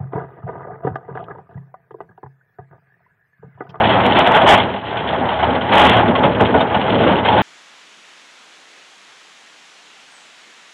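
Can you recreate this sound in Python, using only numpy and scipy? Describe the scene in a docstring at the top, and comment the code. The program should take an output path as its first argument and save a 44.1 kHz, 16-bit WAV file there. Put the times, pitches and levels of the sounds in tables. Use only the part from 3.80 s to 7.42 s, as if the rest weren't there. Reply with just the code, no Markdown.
"""A small steel rail car rolls over light track, heard from on board through a narrow-band microphone that overloads.
It starts with rumble, droning steel and clanking plates, a pair of jolts and, near 0.7 s, the hardest clank.
The rolling then sinks to its quietest near 1 s and comes back unevenly; more jolts follow between 1.9 and 2.8 s.
Thuds and clanks go on to the end, where the rolling grows again. Two low engine tones hum all the while.
Wheels, frame and plates are grainy noise sent through resonances; rings and hum are sine waves."""
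import sys
import numpy as np
from scipy import signal
from scipy.fft import rfft, irfft, next_fast_len
from scipy.io import wavfile
from scipy.ndimage import map_coordinates

SR = 44100
rng = np.random.default_rng(int(sys.argv[2]) if len(sys.argv) > 2 else 0)


def gain_from_db(level_db):
    """Convert decibel levels to linear amplitude factors (20 dB per decade)."""
    decades = np.asarray(level_db, float) / 20
    return 10 ** decades


def digitize_waveform(pressure):
    """Quantize a signal to 16-bit integers and store it at the path in sys.argv[1].

    Rows of a 2-D input are taken as channels; values are limited to [-1, 1].
    """
    field = np.atleast_2d(pressure).T
    bounded = np.clip(field, -1, 1)
    quanta = np.round(bounded * 32767).astype(np.int16)
    wavfile.write(sys.argv[1], SR, quanta)


N = 159642  # length in samples

# clanks of the loose plates, each with a knock on the frame: t/s, plate peak level/dB, frame peak level/dB
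CLANKS = [(0.0373, -15, -23.5), (0.0911, -11.5, -4), (0.166, -19, -23.5), (0.2513, -21, -13),
          (0.37, -14.5, -12.5), (0.4623, -7, -8.5), (0.5442, -8, -4.5), (0.613, -10.5, 0),
          (0.659, -9, -0.5), (0.6879, 2.5, 4.5), (0.775, -6.5, -0.5), (0.7975, -10.5, -14.5),
          (1.106, -25, -24.5), (1.1669, -15, -13), (1.33, -18.5, -10), (1.485, -22, -13),
          (1.5873, -24.5, -7), (1.6267, -15, -2), (1.7489, -16.5, -15), (1.8096, -16.5, -9),
          (1.8891, -18, -11), (2.1076, -13, -13.5), (2.166, -23.5, -5.5), (2.2766, -14, -13.5),
          (2.3506, -11, -7), (2.4312, -14.5, -5), (2.449, -11, -4.5), (2.602, -18, -5), (2.6484, -12, -16),
          (2.7405, -22.5, -0.5), (2.805, -9.5, -4), (2.9447, -11.5, -2.5), (3.095, -19.5, -15),
          (3.1497, -17, -14.5), (3.231, -15.5, -9.5), (3.304, -24.5, -9), (3.386, -16, -23),
          (3.4477, -8, -5), (3.481, -8, -5), (3.525, -14, -7), (3.5768, -11, -6.5)]
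# resonances of the steel frame: f/Hz, width/Hz, height over the broad colour/dB
FRAME_MODES = [(655.8, 40, 5.8), (761, 190, 4), (845.4, 16, 6.56), (923.4, 72, 3.6), (1105, 55, 2.2),
               (1488, 16, 1.1)]
# resonances of the loose plates: f/Hz, width/Hz, height over the broad colour/dB
PLATE_MODES = [(2055, 86, 1.1), (2994, 120, 2.7), (3250, 150, 4.2), (3530, 90, 1.1)]
BLOW_RISE_S = 0.003


def wheels():
    """The wheels rumble on the rail, thud at joints and take part in the jolts, through their own resonances."""
    # wheel thuds: t/s, peak level/dB
    wheel_thuds = [(0.356, -7), (0.473, -9.5), (0.629, -5), (0.69, -6), (1.895, -10), (2.278, -8),
                   (2.431, -3), (2.605, -2.5), (2.744, -3), (2.955, -8.5), (3.247, -17), (3.548, -5.5)]
    # broad colour of the wheels: f/Hz, relative level per Hz/dB
    wheel_colour = [(24, -62), (40, -24.5), (65, -15.5), (102, -5), (136, -3.5), (256, -0.5), (364, -3),
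                    (600, -2), (780, -18.5), (1320, -120)]
    # resonances of the wheels: f/Hz, width/Hz, height over the broad colour/dB
    wheel_modes = [(82, 7.5, 5.5), (109.6, 6.9, 3.5), (196.4, 8.4, 7), (254.3, 4.3, 6.5)]
    crest_db = 1  # peak over rms
    times, peaks_db = np.transpose(wheel_thuds)
    rumble = rolling(column=1, slow_db=3.5, fast_db=0.0)
    thuds = bursts(times, peaks_db - crest_db, holds=0.0096, t60s=0.12, rise=0.012)
    # the wheels get the frame's jolts, 13 dB weaker
    power = rumble + thuds + jolts(column=2, gain_db=-13)
    return body(shaken(power, grain_db=-1.6), wheel_colour, wheel_modes)


def frame():
    """The steel frame drones in its resonances and is knocked by every clank and jolt."""
    # broad colour of the frame: f/Hz, relative level per Hz/dB
    frame_colour = [(210, -28.5), (350, -11), (743, -4.5), (844, -3), (1210, -9), (1460, -8.5), (1780, -12),
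                    (2700, -24), (3510, -51.5), (5940, -120)]
    crest_db = 13.5  # peak over rms
    times, _, peaks_db = np.transpose(CLANKS)
    drone = rolling(column=2, slow_db=1.34, fast_db=1.5) * contacts(steady=0.6)
    knocks = bursts(times, peaks_db - crest_db, holds=0.003, t60s=0.32, rise=BLOW_RISE_S)
    power = drone + knocks + jolts(column=2)
    return body(shaken(power, grain_db=0.5), frame_colour, FRAME_MODES)


def plates():
    """Loose plates clatter: random small contacts while rolling, louder clanks, and the jolts."""
    # broad colour of the plates: f/Hz, relative level per Hz/dB
    plate_colour = [(1200, -25.5), (1900, -1.5), (2400, -2.5), (3000, 0), (3400, -3), (3800, -7.5),
                    (4200, -3.5), (5400, -51)]
    crest_db = 9.5  # peak over rms
    times, peaks_db, _ = np.transpose(CLANKS)
    rattle = rolling(column=3, slow_db=0.5, fast_db=2.0) * contacts(steady=0.29)
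    clanks = bursts(times, peaks_db - crest_db, holds=0.0051, t60s=0.1, rise=BLOW_RISE_S / 2)
    power = rattle + clanks + jolts(column=3)
    return body(shaken(power, grain_db=2.5), plate_colour, PLATE_MODES)


def rings():
    """At each clank the plates and the frame also ring clearly at their own pitches."""
    times, clank_db, knock_db = np.transpose(CLANKS)
    # the rings lie under the peaks of their blows
    plate_ring = ring(times, clank_db - 14.5, PLATE_MODES, t60=0.065, tilt_db=-1)
    frame_ring = ring(times, knock_db - 16.5, FRAME_MODES, t60=0.099, tilt_db=-1.7)
    return plate_ring + frame_ring


def ring(times, peaks_db, modes, t60, tilt_db):
    """Each blow sets the modes ringing as dying sine waves, in a new mix every time; tilt is in dB per octave."""
    scatter_db, detune_share, rise_s = 4, 0.02, 0.002
    t = np.arange(SR // 5) / SR
    out = np.zeros(N + SR)
    draws = rng.standard_normal((len(times), 2, len(modes)))
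    for start, peak_db, (mix, detune) in zip(times, peaks_db, draws):
        for (hz, _, mode_db), m, d in zip(modes, mix, detune):
            tilt = tilt_db * np.log2(hz / modes[-1][0])
            level = gain_from_db(peak_db + mode_db + tilt + scatter_db * m - 60 * t / t60)
            tone = np.sin(2 * np.pi * hz * (1 + detune_share * d) * t)
            out[round(start * SR):][:len(t)] += level * (1 - np.exp(-t / rise_s)) * tone
    return out[:N]


def hum():
    """Two low engine tones waver in level and pitch and swell with the course of the rumble."""
    # engine tones: f/Hz, rms level before wavering and swelling/dB
    engine_tones = [(78, -37), (112, -33)]
    waver_db, drift_hz = 3.5, 4
    follows = 0.8  # 1 would follow the rumble fully
    power = rolling(column=1, slow_db=1, fast_db=1)
    swell = (power / power.mean()) ** (follows / 2)
    tones = np.zeros(N)
    for hz, level_db in engine_tones:
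        level = np.sqrt(2) * gain_from_db(level_db + waver_db * wobble(6.9))
        phase = 2 * np.pi * np.cumsum(hz + drift_hz * wobble(6)) / SR
        tones += level * np.sin(phase)
    return swell * tones


def rolling(column, slow_db, fast_db):
    """Power over time of one rolling layer, unsteady at two speeds."""
    # rolling: t/s, rumble level/dB, frame drone level/dB, plate rattle level/dB
    roll_course = [(0, -18, -14, -23), (0.149, -19.5, -14, -21), (.3, -19, -12.5, -24),
                   (0.601, -21, -15, -26.5), (.83, -27.5, -22.5, -28.5), (0.931, -28.5, -21.5, -32.5),
                   (1.008, -34.5, -30, -38.5), (1.1, -24, -25, -34.5), (1.3, -21.5, -21, -32.5),
                   (1.551, -23, -21.5, -35), (1.681, -15, -21, -30.5), (1.798, -21.5, -24, -38.5),
                   (2.101, -14, -11, -17), (2.3, -17, -19, -33), (2.54, -21.5, -22.5, -31.5),
                   (2.701, -20.5, -19.5, -33), (2.919, -21, -18.5, -32), (3.02, -22.5, -22.5, -32),
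                   (3.27, -14, -16.5, -25.5), (3.421, -18, -18.5, -35.5), (3.62, -15, -13.5, -23)]
    rows = np.array(roll_course)
    level_db = np.interp(np.arange(N) / SR, rows[:, 0], rows[:, column])
    return gain_from_db(level_db + slow_db * wobble(7.577) + fast_db * wobble(35)) ** 2


def jolts(column, gain_db=0):
    """Power over time of the jolts, each a run of dense blows that shakes the whole car."""
    # jolts: start t/s, length/s, frame level/dB, plate level/dB
    jolt_runs = [(0.345, 0.062, -10.5, -16), (0.549, 0.021, -6, -16), (0.667, 0.075, -2.5, -10.5),
                 (1.911, 0.1, -9, -16.5), (1.988, .075, -7, -16), (2.161, 0.037, -15, -22),
                 (2.428, 0.024, -10.5, -26.5), (2.594, 0.013, -6, -21.5), (2.752, 0.018, -21, -33)]
    rows = np.array(jolt_runs)
    return bursts(rows[:, 0], rows[:, column] + gain_db, holds=rows[:, 1], t60s=0.12, rise=0.009)


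def contacts(steady):
    """Power of random small contacts on top of a steady share; the mean is 1."""
    rate_per_s = 130
    times = rng.random(int(rate_per_s * N / SR)) * N / SR
    small = bursts(times, 0, holds=0, t60s=0.064, rise=0.00094)
    return steady + (1 - steady) * small / small.mean()


def bursts(times, levels_db, holds, t60s, rise):
    """Power over time of blows: each rises, holds, then falls by 60 dB in t60 (all in seconds)."""
    t = np.arange(SR // 2) / SR
    out = np.zeros(N + SR)
    for start, level_db, hold, t60 in np.broadcast(times, levels_db, holds, t60s):
        fall = gain_from_db(-60 * np.maximum(t - hold, 0) / t60)
        blow = gain_from_db(level_db) * fall * (1 - np.exp(-t / rise))
        out[round(start * SR):][:len(t)] += blow ** 2
    return out[:N]


def shaken(power, grain_db):
    """Random shaking force with this power; fast random level changes make it grainy."""
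    grainy = gain_from_db(grain_db * wobble(400)) * rng.standard_normal(N)
    return np.sqrt(power) * unit(grainy)


def body(force, colour, modes):
    """A force sounds through a broad colour with resonances; white noise of rms 1 comes out at rms 1."""
    m = next_fast_len(N + SR // 2)
    hz = np.fft.rfftfreq(m, 1 / SR)
    f, level_db = np.transpose(colour)
    gain = gain_from_db(np.interp(np.log(hz + 1), np.log(f + 1), level_db))
    for centre, width, db in modes:
        gain = gain * (1 + (gain_from_db(db) - 1) / (1 + ((hz - centre) / (width / 2)) ** 2))
    gain = gain / np.sqrt(np.mean(gain ** 2))
    # fold the cepstrum onto positive times, so that nothing sounds ahead of its blow
    cepstrum = irfft(np.log(np.maximum(gain, 1e-4)), m)
    cepstrum[1:m // 2] *= 2
    cepstrum[m // 2 + 1:] = 0
    return irfft(rfft(force, m) * np.exp(rfft(cepstrum)), m)[:N]


def unit(x):
    """Scales a signal to rms 1."""
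    return x / np.sqrt(np.mean(x ** 2) + 1e-20)


def wobble(rate):
    """A smooth curve through random points, rate points a second."""
    points = rng.standard_normal(int(N * rate / SR) + 4)
    return map_coordinates(points, [np.arange(N) * rate / SR])


def scene():
    """All parts of the car together, as one channel."""
    return (wheels() + frame() + plates() + rings() + hum())[None]


def overload(x, top, knee):
    """Bends the wave over as it nears top; a higher knee bends more sharply."""
    return x / (1 + np.abs(x / top) ** knee) ** (1 / knee)


def roll_off(x):
    """The treble ends steeply here."""
    return signal.sosfilt(signal.butter(12, 15820, fs=SR, output="sos"), x)


def record(dry):
    """The microphone input overloads, filters cut high treble and deep bass, and the output clips hard."""
    output_top = 0.715
    x = overload(dry, top=0.625, knee=8)
    # steep low-pass: 70 dB down from 5115 Hz upward
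    x = signal.sosfilt(signal.cheby2(10, 70, 5115, fs=SR, output="sos"), x)
    # gentle bass cut at 21 Hz
    x = signal.sosfilt(signal.butter(1, 21, "high", fs=SR, output="sos"), x)
    mix = np.clip(x, -output_top, output_top)
    return roll_off(mix)


dry = scene()
out = record(dry)
digitize_waveform(out)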